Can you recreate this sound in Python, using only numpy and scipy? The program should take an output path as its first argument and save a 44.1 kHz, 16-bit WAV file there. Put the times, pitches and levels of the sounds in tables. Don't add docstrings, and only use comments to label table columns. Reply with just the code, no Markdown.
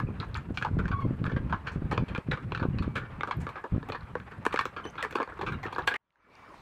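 import sys
import numpy as np
from scipy import signal
from scipy.fft import rfft, irfft, next_fast_len
from scipy.io import wavfile
from scipy.ndimage import uniform_filter1d, map_coordinates

SR = 44100
rng = np.random.default_rng(int(sys.argv[2]) if len(sys.argv) > 2 else 0)


def materialize(psi):
    bounded = np.clip(np.atleast_2d(psi).T, -1, 1)
    quanta = np.round(bounded * 32767).astype(np.int16)
    wavfile.write(sys.argv[1], SR, quanta)


N = 291501
T = np.arange(N) / SR
ROAD_END_S = 5.966
# (time [s], distance [m])
TEAM_DISTANCE = [(0, 5.5), (2.8, 7.6), (4.6, 3.8), (5.96, 2.5)]


def hooves():
    # (time [s], level at the microphone [dB], clop pitch [Hz], thud [dB], shoe [dB],
    # grit [dB], scrape [dB]); the last four are relative to the clop
    contacts = [(0.001, -21.5, 1210, -12, -16, -25, -17), (0.201, -32.5, 1270, -15, -7, -43, 0.5),
                (0.227, -29, 1170, -30, -18, -34, -7), (0.352, -26.5, 1320, -25, -8, -34, 3.5),
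                (0.538, -58.5, 1180, -14, 12, 3, 20.5), (0.574, -24.5, 1320, -24, 0.5, -24, -12),
                (0.614, -29, 1280, -13, -19, -43, -7), (0.625, -19.5, 1490, -18, -9.5, -29.5, -14.5),
                (0.649, -17, 930, -15, -16.5, -37, -10.5), (0.789, -25.5, 1520, -1.5, -17.5, -32.5, -6),
                (0.856, -25, 1450, -8.5, -24, -34, -19.5), (0.881, -31.5, 1030, -17, -7, -21.5, -10),
                (0.915, -26.5, 1350, -37, -10.5, -47, -3.5), (1.242, -28.5, 1350, -27, -7.5, -43, -27),
                (1.252, -26.5, 1300, -18, -26, -30, -2.5), (1.265, -27, 1380, -6, -8.5, -39.5, -11.5),
                (1.294, -29.5, 1410, -7, -23, -33, 1), (1.317, -34, 1510, 2, -10, -45.5, -8.5),
                (1.364, -27.5, 1580, -3.5, -16, -48.5, -5), (1.497, -36.5, 1360, -4.5, -9, -31, 0.5),
                (1.526, -17.5, 1094, -27, -37, -46.5, -5.5), (1.668, -25, 1460, -13, -4.5, -30.5, 3),
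                (1.719, -42.5, 1290, -2, -6.5, -14, 5), (1.913, -23, 960, -5.5, -10.5, -24, 0),
                (1.926, -30, 850, -10, -10, -40, 13.5), (1.978, -18.5, 1085, -2.5, -5, -38, -21),
                (2.083, -40.5, 1460, 2, 0.5, -21.5, 0.5), (2.15, -26, 1390, -5, -2.5, -30.5, -16.5),
                (2.159, -26.5, 1370, -26, -7, -35, -8), (2.179, -30, 1360, 2, -5, -21, -18.5),
                (2.312, -20.5, 1580, -4.5, -7.5, -29, 2), (2.373, -30, 1220, -7.5, -12.5, -37, -8),
                (2.521, -23, 1140, -2, -4.5, -53, -16.5), (2.549, -21.5, 1460, -12.5, -12, -49, -9.5),
                (2.576, -27, 1350, -14, -12, -38.5, -16.5), (2.596, -29, 1420, -5, -13, -43, 0),
                (2.628, -25, 1120, -4, -16.5, -50, -7), (2.786, -33, 1240, -17, -1, -42, -13),
                (2.824, -29, 1100, -9, -12, -29, -1.5), (2.955, -24.5, 1420, -6, -4, -26.5, 4.5),
                (3.014, -34, 1360, -6, -26, -48, 8.5), (3.209, -22.5, 1050, -9.5, -4, -43, -24),
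                (3.234, -17, 1040, -14, -17.5, -32, -14.5), (3.274, -27.5, 1180, -6, -17, -28, -6.5),
                (3.289, -34, 900, 2, -12, -40, -15), (3.311, -17.5, 1080, -21, -10, -36.5, -10.5),
                (3.401, -44.5, 1650, -14, -4.5, -8, 13), (3.468, -25.5, 1180, -4, -10, -43, -13),
                (3.49, -28.5, 1130, -9, -12, -27, -6), (3.556, -30.5, 1640, -8.5, -11, -46, 4),
                (3.641, -27, 990, -1.5, -29, -32.5, -6.5), (3.829, -33, 1140, -3, -15, -44, -15),
                (3.887, -30.5, 880, 0.5, -10.5, -25, -3.5), (3.9, -28.5, 1270, 4.5, -9, -31, -39),
                (3.921, -28.5, 940, -7, -3.5, -41, -6.5), (3.948, -26, 1050, -11, -16, -52, -5.5),
                (4.154, -21, 1020, 0.5, -50, -38, -20.5), (4.201, -37.5, 1470, -6, -9, -39, -18.5),
                (4.314, -37, 1520, -3.5, -12.5, -31, 0), (4.453, -20.5, 1030, -19.5, -11.5, -20, -11.5),
                (4.465, -12, 1000, -4.5, -21.5, -24, -28), (4.51, -30.5, 1100, -17, -19, -43, -10.5),
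                (4.525, -25, 1270, -14.5, -5.5, -26.5, -2), (4.542, -21, 1030, 3.5, -21, -20, -15),
                (4.561, -22.5, 1200, -28, -1.5, -33, -19.5), (4.575, -18, 1240, -30, -21, -34, -13),
                (4.591, -12.5, 1120, -20.5, -10.5, -33.5, -11.5), (4.61, -22.5, 1440, -15, -7.5, -24, -9.5),
                (4.655, -20.5, 1240, -6, -10.5, -18, -14), (4.763, -28, 1360, -6, -8, -63, 7.5),
                (4.852, -31.5, 1427, 3, -12.5, -29.5, -5.5), (4.955, -38, 1130, -4.5, -4, -30, -9),
                (4.977, -27, 1240, -13, -9.5, -47, 11), (5.027, -22, 1840, -9, -8.5, -13.5, -12),
                (5.038, -23, 1870, -11, -15, -29, -12.5), (5.049, -22, 950, -6.5, -13, -31.5, -10),
                (5.109, -34.5, 1580, -6, -6.5, -17, -5.5), (5.126, -37.5, 1480, 0.5, -1.5, -11.5, -13),
                (5.152, -24, 912, -3, -21, -23.5, -3.5), (5.156, -17, 1060, -3, -7.5, -31, -13),
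                (5.174, -27.5, 1340, -16, -27, -43.5, -7), (5.186, -23.5, 1133, -7, -19, -33, -15),
                (5.201, -20, 1100, -1.5, -20.5, -44.5, -5), (5.219, -28.5, 1200, -15, -5, -26.5, -17.5),
                (5.23, -23.5, 1140, -19, -6.5, -37, -17.5), (5.276, -33, 1150, -4.5, -35, -39, -11.5),
                (5.322, -33.5, 1530, -7, -31, -52, -7), (5.391, -31, 850, 3, -17, -33, -7.5),
                (5.412, -23.5, 910, -2.5, -12.5, -28, -2.5), (5.464, -24, 1180, -6.5, -7.5, -46, 5.5),
                (5.521, -30, 1430, -9, -8.5, -27, 2), (5.631, -27, 1750, -12, -18.5, -22.5, -2.5),
                (5.654, -29, 1040, 4.5, -26.5, -28, -13), (5.663, -31, 1100, -11, -5, -44.5, -1.5),
                (5.726, -28.5, 905, -7, -10, -25, -2), (5.762, -23.5, 1010, -11.5, -16, -39.5, -17.5),
                (5.783, -18.5, 880, -5.5, -21.5, -30, -5), (5.873, -27.5, 1474, -12.5, -1.5, -16, -23.5),
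                (5.876, -13.5, 1510, -11.5, -6, -17.5, -10), (5.91, -22.5, 1590, -9, -14, -37, 2),
                (5.941, -25, 1840, -9, -3.5, -21.5, -12), (5.955, -24.5, 1803, -14.5, -23, -28, -1)]
    # (pitch [Hz], width [Hz], level [dB])
    horn_modes = [(290, 154, -1.5), (486, 115, 2.5)]
    sole_modes = [(747, 120, -8.5), (1143, 150, -7), (1725, 107, 0)]
    iron_modes = [(2313, 192, 4.5), (3460, 323, -5), (4264, 270, -8)]
    sand_modes = [(5500, 5400, 13), (8300, 4760, 14), (13400, 2300, 9)]
    blow_t60_s, blow_rise_s, slide_s = 0.0079, 0.00098, 0.014
    snaps_per_s, crest_db = 350, 7
    air_db_per_m = 1.74
    out, t = np.zeros(N), np.arange(SR // 8) / SR
    for s, db, hz, thud_db, shoe_db, grit_db, scrape_db in contacts:
        drag = amp(scrape_db)
        decay = amp(-60 * t / blow_t60_s)
        rise = 1 - np.exp(-t / (blow_rise_s + 0.0022 * drag))
        slide = np.exp(-(t / (slide_s + 0.012 * drag)) ** 1.4)
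        slide *= 1 - np.exp(-t / (0.00029 + 0.00059 * drag))
        air = lambda f: amp(-air_db_per_m * metres_away(s) * (f / 12000) ** 2)
        slips = unit(uniform_filter1d(rng.standard_normal(len(t)), size=45))
        breaks = rng.random(len(t)) < snaps_per_s / SR
        snaps = unit(breaks * rng.standard_normal(len(t)))
        hollow = [(c, w, g - 5.5 * abs(np.log2(c / hz))) for c, w, g in sole_modes]
        parts = [(horn_modes, thud_db, 1.5, .52, 1), ([(hz, 200, 1.5)] + hollow, 0, 1.8, .38, 1),
                 (iron_modes, shoe_db, 4, .36, 1.6), (sand_modes, grit_db, 4.5, .22, 1.5)]
        for modes, part_db, roughness_db, slide_share, damping in parts:
            blow = decay ** damping * rise
            noise = rng.standard_normal(len(t))
            knock = blow * noise * np.linalg.norm(blow) / np.linalg.norm(blow * noise)
            knock[blow.argmax()] += 1.15 * np.linalg.norm(blow)
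            friction = amp(roughness_db * slips) * noise + .55 * snaps
            force = knock + slide_share * drag * slide ** damping * friction
            varied = [(c * (1 + 0.047 * rng.standard_normal()), w, g + 1.83 * rng.standard_normal())
                      for c, w, g in modes]
            low, high = .5 * min(modes)[0], 2.6 * max(modes)[0]
            band = lambda f: (1j * f / low / (1 + 1j * f / low) / (1 + 1j * f / high) ** 2) ** 2
            ring = filtered(force, lambda f: resonances(varied, f) * band(f) * air(f))
            loudest_rms = np.sqrt(uniform_filter1d(ring ** 2, size=176).max())
            add(out, s - .001, amp(db + part_db - crest_db) * ring / loudest_rms)
    return out


def harness():
    # (time [s], peak level [dB], pitch [Hz])
    metal_ticks = [(.2015, -28.5, 3910), (.686, -37, 1410), (.3727, -45, 7000), (2.3145, -30, 3940),
                   (2.787, -34.5, 4170), (3.3695, -52, 12300), (3.42, -52, 7400), (3.889, -49, 12300),
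                   (3.9215, -34, 4300), (4.009, -47, 4130), (4.62, -52, 9000), (4.901, -47.5, 6400),
                   (5.3, -59.5, 8040), (5.031, -43, 8300), (5.7505, -38, 4000), (5.823, -44.5, 3690),
                   (5.963, -53, 8880)]
    iron_rings = [(.068, -50, 2500), (.203, -50, 4200), (2.316, -48, 3860), (2.73, -55, 2800),
                  (2.786, -50, 4350), (5.543, -47, 2800), (5.724, -48, 3300)]
    return ticks(metal_ticks, t60_s=0.0035, width=0.16) + ticks(iron_rings, t60_s=.09, width=0.047)


def gravel():
    when, strength, pitch = rng.random((220, 3)).T
    s = when * ROAD_END_S
    db_at_1_m = -55.5 - 3.5 * np.log(strength)
    db = db_at_1_m - 20 * np.log10(metres_away(s))
    return ticks(zip(s, db, 1900 * 5.6 ** pitch), t60_s=0.0034, width=.5)


def squeaks():
    # (time [s], length [s], first pitch [Hz], last pitch [Hz], level [dB],
    # partial 2 [dB], partial 3 [dB], partial 4 [dB]); partials are relative to the first
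    slips = [(.93, .07, 1122, 1110, -40, -25, -32, -47), (1.003, .048, 1100, 1070, -46, -14, -17, -30),
             (4.843, .013, 3040, 2910, -56, -6, -15, -36), (4.866, .022, 3020, 3035, -55, -4, -27, -30)]
    tail_drop_db, tail_db_per_s = 10, 300
    out, waver_hz = np.zeros(N), 22 * wobble(260)
    throbs_db = [4.2 * wobble(120) for _ in range(4)]
    for s, length, first_hz, last_hz, db, *partials_db in slips:
        hz = np.interp(T, [s, s + length], [first_hz, last_hz])
        phase = 2 * np.pi * np.cumsum(hz + waver_hz) / SR
        tail = (T > s + length) * amp(-tail_drop_db - tail_db_per_s * np.abs(T - s - length))
        shape = np.maximum(held(s, length, edge_s=.006), tail)
        for k, part_db in enumerate([0, *partials_db]):
            level = shape ** (1 + k / 2) * amp(db + part_db + throbs_db[k])
            out += np.sqrt(2) * level * np.sin((k + 1) * phase)
    return out


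def echoes(team):
    # (frequency [Hz], t60 [s])
    decay_times = [(300, 0.027), (1400, 0.14), (4000, 0.18), (12000, 0.14)]
    out, hop = np.zeros(N), SR // 4
    for start in range(0, N, hop):
        hz, t, bins = signal.stft(rng.standard_normal(SR // 3), SR, nperseg=256)
        tail = signal.istft(bins * amp(-60 * t / along(decay_times, hz)[:, None]), SR, nperseg=256)[1]
        tail /= np.linalg.norm(tail)
        add(out, start / SR + .004, signal.fftconvolve(team[start:start + hop], tail))
    return out


def wind():
    # (time [s], level [dB])
    gusts = [(0, -31), (.43, -42), (.8, -30), (.95, -33.5), (1.08, -28.5), (1.18, -35), (1.31, -30),
             (1.53, -36.5), (1.6, -43.5), (1.84, -32.5), (2.02, -32.5), (2.06, -47), (2.12, -30.5),
             (2.24, -57), (2.3, -23.5), (2.38, -48.5), (2.5, -35.5), (2.87, -32.5), (2.93, -39.5),
             (3.34, -45.5), (3.39, -27.5), (3.53, -55), (3.69, -67), (3.73, -26), (3.79, -41), (3.84, -45),
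             (4.2, -42.5), (5.35, -57), (5.5, -40), (5.96, -57.5)]
    # (frequency [Hz], relative level [dB])
    buffet_spectrum = [(11, -51), (30, -7), (102, 3.5), (199, -3.5), (251, -9.5), (548, -24.5), (700, -34),
                       (910, -63.5), (1540, -120)]
    # (time [s], level [dB], pitch [Hz])
    thumps = [(0.037, -22.5, 180), (0.089, -25, 303), (0.507, -20.5, 216), (0.714, -20, 154),
              (0.77, -18, 231), (0.78, -23, 132), (0.8, -19, 169), (0.909, -20.5, 155), (1.053, -16, 197),
              (1.064, -16.5, 147), (1.11, -17, 190), (1.218, -19, 166), (1.28, -20, 163),
              (1.337, -21.5, 168), (1.369, -18.5, 198), (1.465, -24, 150), (1.542, -21, 132),
              (1.761, -20, 163), (1.822, -21, 208), (1.857, -21, 125), (1.931, -19, 272), (1.981, -21, 135),
              (2.026, -16.5, 171), (2.037, -19, 171), (2.186, -20, 160), (2.288, -19, 184),
              (2.622, -18.5, 201.6), (2.654, -15, 278), (2.688, -17.5, 127), (2.747, -22.5, 155.0),
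              (2.879, -17.5, 194), (3.724, -20, 121), (3.763, -17, 187), (3.781, -19, 213)]
    front_db, front_ratio = -16.5, 2.69
    lumps = amp(2.84 * wobble(65) + 0.85 * wobble(18))
    out = amp(curve(gusts)) * unit(lumps * rush(buffet_spectrum, patchy_db=2.0))
    t = np.arange(-SR // 50, SR // 50) / SR
    for s, db, hz in thumps:
        cycle = np.cos(2 * np.pi * hz * t + rng.uniform(0, 2 * np.pi))
        cycle += amp(front_db) * np.cos(2 * np.pi * front_ratio * hz * t + rng.uniform(0, 2 * np.pi))
        add(out, s + t[0], amp(db) * np.exp(-(t * hz / 0.39) ** 2) * cycle)
    return out


def cart():
    # (time [s], level [dB])
    rolling = [(0, -52), (4.05, -52.5), (4.6, -52.5), (5.96, -48.5)]
    # (frequency [Hz], relative level [dB])
    wheel_spectrum = [(22, -21), (65, 4.5), (200, -11.5), (470, -6.5), (652, -7), (1070, -3), (1550, -7),
                      (1950, -11), (2380, -14), (6000, -41), (7800, -74.5), (13200, -120)]
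    hiss_spectrum = [(3000, -34), (4000, -5), (5200, -13), (8000, -10), (14400, -19), (16000, -43.5)]
    rumble, hiss = rush(wheel_spectrum, patchy_db=1.8), rush(hiss_spectrum, patchy_db=.6)
    rumble_db = curve(rolling) + 0.4 * wobble(21) + 2.4 * wobble(50)
    return amp(rumble_db) * rumble + amp(-79.0) * hiss


def wood_edge():
    # (frequency [Hz], relative level [dB])
    leaf_spectrum = [(15, -43), (25, -6), (55, -3), (120, -5), (545, -5.5), (677, -7.5), (818, -8.5),
                     (962, -3.5), (2160, -12), (2350, -12.5), (3160, -20.5), (16000, -50)]
    # (time [s], peak level before the fade [dB], pitch [Hz])
    twigs = [(6.106, -33, 2510), (6.125, -46, 3260), (6.158, -31.5, 1720), (6.354, -44, 4670),
             (6.543, -38, 980)]
    leaves = amp(-50.5 + 0.29 * wobble(30)) * rush(leaf_spectrum, patchy_db=3.0)
    return leaves + ticks(twigs, t60_s=0.009, width=0.42)


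def whine(hz=2299):
    # (time [s], length [s], level before the fade [dB])
    spells = [(2.02, .14, -66), (2.33, .08, -64), (2.85, .24, -63), (6.2, .28, -63)]
    level = sum(amp(db) * held(s, length, edge_s=.02) for s, length, db in spells)
    flutter = amp(1.1 * wobble(15))
    return np.sqrt(2) * level * flutter * np.sin(2 * np.pi * hz * T + 0.27 * wobble(6.9))


def ticks(rows, t60_s, width):
    out, t = np.zeros(N), np.arange(SR // 16) / SR
    envelope = amp(-60 * t / t60_s) * (1 - np.exp(-t / .0003))
    for s, db, hz in rows:
        burst = envelope * rng.standard_normal(len(t))
        click = filtered(burst, lambda f: resonances([(hz, width * hz, 0)], f) ** 2)
        add(out, s - .001, amp(db) * click / np.abs(click).max())
    return out


def rush(spectrum, patchy_db):
    bins = signal.stft(rng.standard_normal(N), nperseg=512)[2]
    patches = uniform_filter1d(uniform_filter1d(rng.standard_normal(bins.shape), 6, 0), 8, 1)
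    noise = signal.istft(bins * amp(patchy_db * unit(patches)), nperseg=512)[1][:N]
    return unit(filtered(noise, lambda hz: amp(along(spectrum, hz))))


def resonances(modes, f):
    return sum((-1) ** k * amp(db) * 1j * f * w / (c * c - f * f + 1j * f * w)
               for k, (c, w, db) in enumerate(modes))


def filtered(x, response):
    n = x.shape[-1]
    padded = next_fast_len(n + 4096)
    return irfft(rfft(x, padded) * response(np.fft.rfftfreq(padded, 1 / SR)), padded)[..., :n]


def metres_away(s):
    return np.interp(s, *np.transpose(TEAM_DISTANCE))


def amp(db):
    return 10 ** (np.asarray(db) / 20)


def unit(x):
    return x / np.sqrt(np.mean(x ** 2) + 1e-20)


def along(points, hz):
    f, values = np.transpose(points)
    return np.interp(np.log(hz + 1), np.log(f + 1), values)


def curve(points):
    return np.interp(T, *np.transpose(points))


def wobble(rate):
    return map_coordinates(rng.standard_normal(int(N * rate / SR) + 4), [T * rate])


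def held(start, length, edge_s):
    return np.interp(T, [start - edge_s, start, start + length, start + length + edge_s], [0, 1, 1, 0])


def add(track, s, sound):
    part = track[max(round(s * SR), 0):][:len(sound)]
    part += sound[:len(part)]


def scene():
    fade_start_s, fade_rise_s, fade_from_db = 6.024, 0.25, -34.5
    team = hooves() + harness() + gravel() + squeaks()
    tone = whine()
    road = team + amp(-11.5) * echoes(team) + wind() + cart() + tone
    cut_off = amp(np.interp(T, [ROAD_END_S, ROAD_END_S + .002, ROAD_END_S + 0.03], [0, -35, -75]))
    progress = np.clip(T - fade_start_s, 0, None) / fade_rise_s
    fade_in = (T > ROAD_END_S) * amp(fade_from_db * np.exp(-progress ** 1.93))
    return (road * cut_off + fade_in * (wood_edge() + tone))[None]


def record(dry):
    return filtered(dry, lambda hz: hz < 15900)


dry = scene()
out = record(dry)
materialize(out)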